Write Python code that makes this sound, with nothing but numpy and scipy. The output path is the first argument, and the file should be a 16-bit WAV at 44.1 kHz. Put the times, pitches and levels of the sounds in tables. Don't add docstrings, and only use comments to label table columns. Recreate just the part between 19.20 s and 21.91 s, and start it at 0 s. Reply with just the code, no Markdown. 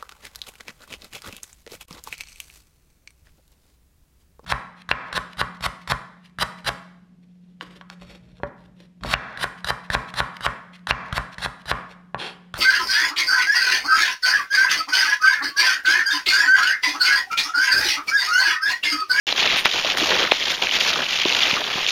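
import sys
import numpy as np
from scipy import signal
from scipy.fft import rfft, irfft
from scipy.io import wavfile

SR = 44100
rng = np.random.default_rng(int(sys.argv[2]) if len(sys.argv) > 2 else 0)


def output_pcm(signal):
    pcm = np.clip(np.atleast_2d(signal).T, -1, 1) * 32767
    wavfile.write(sys.argv[1], SR, np.round(pcm).astype(np.int16))


N = 119511

# [f/Hz, level/dB]
RUMBLE_SPECTRUM = [(20, -6), (100, -24), (300, -11), (1000, -29)]
RUMBLE_DB = -47.5

# [start/s, length/s, first level/dB, last level/dB, extra treble/dB]
PUSHES = [(0.064, 0.048, -21.5, -20, -2.5), (0.157, 0.051, -24, -15, -0.5), (0.221, 0.16, -18, -18.5, -6.5),
          (0.372, 0.027, -21, -17.5, -13), (0.445, 0.024, -14, -19, -10.5), (0.483, 0.13, -24.5, -21.5, 1),
          (0.633, 0.088, -24, -19, -2), (0.764, 0.13, -24.5, -22.5, 5), (0.89, 0.14, -19.5, -19, -3),
          (1.037, 0.039, -19.5, -24.5, -8), (1.106, 0.11, -22, -29.5, -1.5),
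          (1.188, 0.13, -29.5, -19.5, 0.5), (1.324, 0.033, -27, -30.5, 6), (1.412, 0.11, -21.5, -32, 2),
          (1.518, 0.055, -18.5, -19, 1.5), (1.596, 0.1, -22, -20.5, 5.5), (1.69, 0.18, -22.5, -29, -0.5),
          (1.881, 0.087, -23, -20.5, 0), (1.978, 0.057, -21.5, -19.5, -3.5), (2.052, 0.16, -22, -20.5, 1),
          (2.214, 0.13, -18.5, -21.5, -0.5), (2.351, 0.078, -20, -28.5, -4), (2.431, 0.22, -28.5, -23, -3),
          (2.671, 0.047, -21, -25.5, 5.5)]
# [f/Hz, level/dB]
CRUST_SPECTRUM = [(300, -20), (1400, -9.5), (2400, 0.5), (3300, 2), (4500, -4.5), (6000, -10),
                  (7000, -15.5), (7900, -42), (9300, -30), (10200, -38), (13000, -30), (16000, -50)]
FRACTURES_PER_S, FRACTURE_DECAY_S, FRACTURE_SPREAD_DB, POWDER_DB = 280, 0.0032, -4.5 + 6.0, -4.5
FRACTURE_RISE_S, COLOUR_SPREAD_DB = 0.0008, 3.8
CRACKLES_PER_S, CRACKLE_DB = 150, -9
TREBLE_HZ, FAR_CRUST_DB = 4600, -31.5
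ATTACK_S, RELEASE_S = 0.0073, 0.014

# [start/s, length/s, first level/dB, last level/dB]
PACKS = [(.07, 0.054, -34, -37), (.175, 0.091, -31.5, -26), (.28, 0.067, -43, -23),
         (.452, 0.011, -37, -27.5), (.535, 0.061, -30, -28), (.645, 0.14, -28.5, -37),
         (.765, 0.29, -27.5, -24), (1.2, 0.14, -38, -33), (1.415, 0.067, -26.5, -33.5),
         (1.53, 0.298, -31.5, -28), (2.065, 0.35, -30.5, -30.5), (2.44, 0.15, -33.5, -32.5)]
# [f/Hz, level/dB]
PACKING_SPECTRUM = [(40, 2), (90, -12), (150, -4), (330, 0), (600, 4), (1800, 2.5), (3500, -31.5)]
PACK_GRAINS_PER_S, PACK_DECAY_S, PACK_SPREAD_DB, PACK_POWDER_DB = 220, 0.00093, 3.5, -5.5
FAR_PACK_DB, PACK_RELEASE_S = -37, 0.018

# [t/s, f/Hz, level/dB]
SNAPS = [(.1243, 3400, -10), (.274, 3100, -10), (.4635, 1900, -13), (.6467, 3000, -13), (.7702, 1750, -14),
         (.7987, 3100, -13), (1.0735, 1500, -15), (1.1128, 2900, -8.5), (1.1165, 2300, -8),
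         (1.1175, 3600, -10.5), (1.2125, 2700, -16), (1.222, 2600, -16), (1.422, 2540, -11),
         (1.4368, 2900, -13.5), (1.469, 2240, -12), (1.4914, 2500, -15), (1.511, 3000, -13),
         (1.609, 2640, -10), (1.7352, 3500, -17), (1.758, 1300, -16), (1.8321, 2500, -17),
         (1.9299, 2780, -14.5), (2.0505, 3200, -11), (2.0995, 2500, -12), (2.1234, 3150, -10.5),
         (2.1474, 3040, -12.5), (2.2202, 2600, -13), (2.2322, 2780, -8), (2.311, 3000, -11),
         (2.4402, 3300, -16), (2.6645, 3100, -10.5), (2.6891, 3200, -14)]
SNAP_RISE_S, SNAP_DECAY_S, SNAP_WIDTH = 0.001, 0.0015, 0.55

# [t/s, f/Hz, level/dB, t60/s]
KNOCKS = [(0.126, 740, -29.5, 0.0053), (1.1204, 670, -15.5, 0.0039), (2.0558, 377, -28.5, 0.022),
          (2.332, 188, -38, 0.013), (2.557, 213, -41, 0.013)]
# [multiple of pitch, level re knock/dB]
DECK_MODES = [(1., 20.5), (1.55, 12.5), (2.6, 12.5)]
KNOCK_CUT = 0.59

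# [start/s, length/s, first level/dB, last level/dB]
SWISHES = [(.362, 0.039, -40, -36.5), (.768, 0.027, -34, -39.5), (1.295, 0.018, -55, -42)]
# [f/Hz, level/dB]
SWISH_SPECTRUM = [(3000, -22), (7000, -7), (9200, 1), (11000, -12), (13000, -6), (16000, -12)]

# [f/Hz, level re POLE_DB/dB, t60/s]
POLE_MODES = [(940, 2, 0.011), (1340, -1, 0.02), (2060, 7.5, 0.0079), (2700, 6, 0.0087), (3660, 5, 0.005),
              (5000, -3, 0.0061)]
POLE_S, POLE_DB, POLE_TICK_DB, POLE_TICK_S = 0.4564, -8, -16.5, 0.0014

# [start/s, length/s, f/Hz, level/dB]
CREAKS = [(0.644, 0.027, 600, -27), (0.805, 0.035, 338, -27), (0.882, 0.079, 471, -27),
          (0.969, 0.07, 411, -30), (2.358, 0.018, 1360, -25)]
CREAK_SLIPS_PER_S, CREAK_T60_S, CREAK_WANDER = 130, 0.017, 0.11

START_S, NOTCH_HZ, TOP_HZ = 0.068, (7450, 8500), 15400


def undb(db):
    return 10 ** (np.asarray(db) / 20)


def unit(x):
    return x / np.sqrt(np.mean(x ** 2) + 1e-18)


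def add(out, start_s, x):
    i = int(np.clip(start_s * SR, 0, N - 1))
    out[i:i + len(x)] += x[:N - i]


def colour(x, points):
    hz, db = np.array(points).T
    f = np.maximum(np.arange(N // 2 + 1) * SR / N, 1)
    gain = undb(np.interp(np.log(f), np.log(hz), db))
    return irfft(rfft(x) * gain, N)


def band(x, lo_hz, hi_hz, order=2):
    edges_hz = [lo_hz, min(hi_hz, SR / 2 - 100)]
    return signal.sosfilt(signal.butter(order, edges_hz, "band", fs=SR, output="sos"), x)


def ring(hz, t60_s):
    t = np.arange(int(t60_s * SR) + 2) / SR
    return np.sin(2 * np.pi * hz * t) * np.exp(-np.log(1000) * t / t60_s)


def effort(rows, rest_db, release_s=RELEASE_S):
    t = np.arange(N) / SR
    power = undb(rest_db) ** 2
    for start, length, first_db, last_db in rows:
        rise = np.clip((t - start) / ATTACK_S, 0, 1)
        fall = np.exp(-np.maximum(t - start - length, 0) / release_s)
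        level = undb(np.interp(t, [start, start + length], [first_db, last_db]))
        power = power + (rise * fall * level) ** 2
    return np.sqrt(power)


def air():
    return undb(RUMBLE_DB) * unit(colour(rng.standard_normal(N), RUMBLE_SPECTRUM))


def fractures(per_s, decay_s, spread_db, powder_db):
    edges_hz = np.geomspace(60, 17000, 34)
    noise = rng.standard_normal((len(edges_hz) - 1, N))
    chance = np.clip(rng.standard_normal((3000, len(edges_hz) + 1)), -1.7, 1.7)
    at = ((np.arange(len(chance)) + 2 * chance[:, -1]) / per_s * SR).astype(int)
    heard = (at >= 0) & (at < N)
    out = np.zeros(N)
    for k, hiss in enumerate(noise):
        size = undb(spread_db * chance[heard, -2] + COLOUR_SPREAD_DB * chance[heard, k])
        power = np.bincount(at[heard], size ** 2, N)
        for slew_s in (FRACTURE_RISE_S, decay_s):
            power = signal.lfilter([1], [1, -np.exp(-2 / (slew_s * SR))], power)
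        level = np.sqrt(power / power.mean() + undb(powder_db) ** 2)
        out += band(hiss * level, edges_hz[k], edges_hz[k + 1])
    return out


def crackles():
    breaks = rng.random(N) < CRACKLES_PER_S / SR
    return unit(breaks * rng.uniform(-1.18, 1, N)) * undb(CRACKLE_DB)


def crust():
    swarm = unit(fractures(FRACTURES_PER_S, FRACTURE_DECAY_S, FRACTURE_SPREAD_DB, POWDER_DB))
    grains = unit(colour(swarm + crackles(), CRUST_SPECTRUM))
    treble = signal.sosfiltfilt(signal.butter(2, TREBLE_HZ, "high", fs=SR, output="sos"), grains)
    body = grains - treble
    body_rows = [(s, length, first, last) for s, length, first, last, _ in PUSHES]
    treble_rows = [(s, length, first + extra, last + extra) for s, length, first, last, extra in PUSHES]
    return body * effort(body_rows, FAR_CRUST_DB) + treble * effort(treble_rows, FAR_CRUST_DB)


def packing():
    grains = fractures(PACK_GRAINS_PER_S, PACK_DECAY_S, PACK_SPREAD_DB, PACK_POWDER_DB)
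    return unit(colour(grains, PACKING_SPECTRUM)) * effort(PACKS, FAR_PACK_DB, PACK_RELEASE_S)


def snaps():
    out, t = np.zeros(N), np.arange(1024) / SR
    shape = np.minimum(t / SNAP_RISE_S, 1) * np.exp(-t / SNAP_DECAY_S)
    spread = 1 + SNAP_WIDTH / 2
    energy_scale = np.sqrt(SNAP_DECAY_S * SR / len(t))
    for start, hz, db in SNAPS:
        crack = band(rng.standard_normal(len(t)) * shape, hz / spread, hz * spread, order=3)
        add(out, start, unit(crack) * energy_scale * undb(db))
    return out


def knocks():
    out = np.zeros(N)
    for start, hz, db, t60_s in KNOCKS:
        blow = np.zeros(N)
        for multiple, mode_db in DECK_MODES:
            add(blow, start, undb(db + mode_db) * ring(hz * multiple, t60_s))
        out += band(blow, hz * KNOCK_CUT, 4000)
    return out


def swishes():
    return unit(colour(rng.standard_normal(N), SWISH_SPECTRUM)) * effort(SWISHES, -90)


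def pole():
    out, t = np.zeros(N), np.arange(512) / SR
    for k, (hz, db, t60_s) in enumerate(POLE_MODES):
        add(out, POLE_S, (-1) ** k * undb(POLE_DB + db) * ring(hz, t60_s))
    tick = rng.standard_normal(len(t)) * np.exp(-t / POLE_TICK_S)
    add(out, POLE_S, undb(POLE_TICK_DB) * tick)
    return out


def creaks():
    out = np.zeros(N)
    for start, length, hz, db in CREAKS:
        slips = np.zeros(N)
        for k, (late, pitch, size) in enumerate(rng.uniform(-0.91, 1, (24, 3))):
            when = (k + (1 + late) / 2) / CREAK_SLIPS_PER_S
            if when < length:
                slip = ring(hz * (1 + CREAK_WANDER * pitch), CREAK_T60_S)
                add(slips, start + when, (1 + size / 2) * slip)
        creak = unit(band(slips, hz / np.sqrt(2), 2 * hz))
        out += creak * np.sqrt(length * SR / N) * undb(db)
    return out


def scene():
    return (air() + crust() + packing() + snaps() + knocks() + swishes() + pole() + creaks())[None]


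def record(dry):
    x = signal.sosfilt(signal.butter(3, NOTCH_HZ, "bandstop", fs=SR, output="sos"), dry)
    is_open = np.arange(N) / SR > START_S
    x = np.clip(x, -1, 1) * is_open
    return signal.sosfilt(signal.ellip(8, 0.2, 70, TOP_HZ, fs=SR, output="sos"), x)


dry = scene()
out = record(dry)
output_pcm(out)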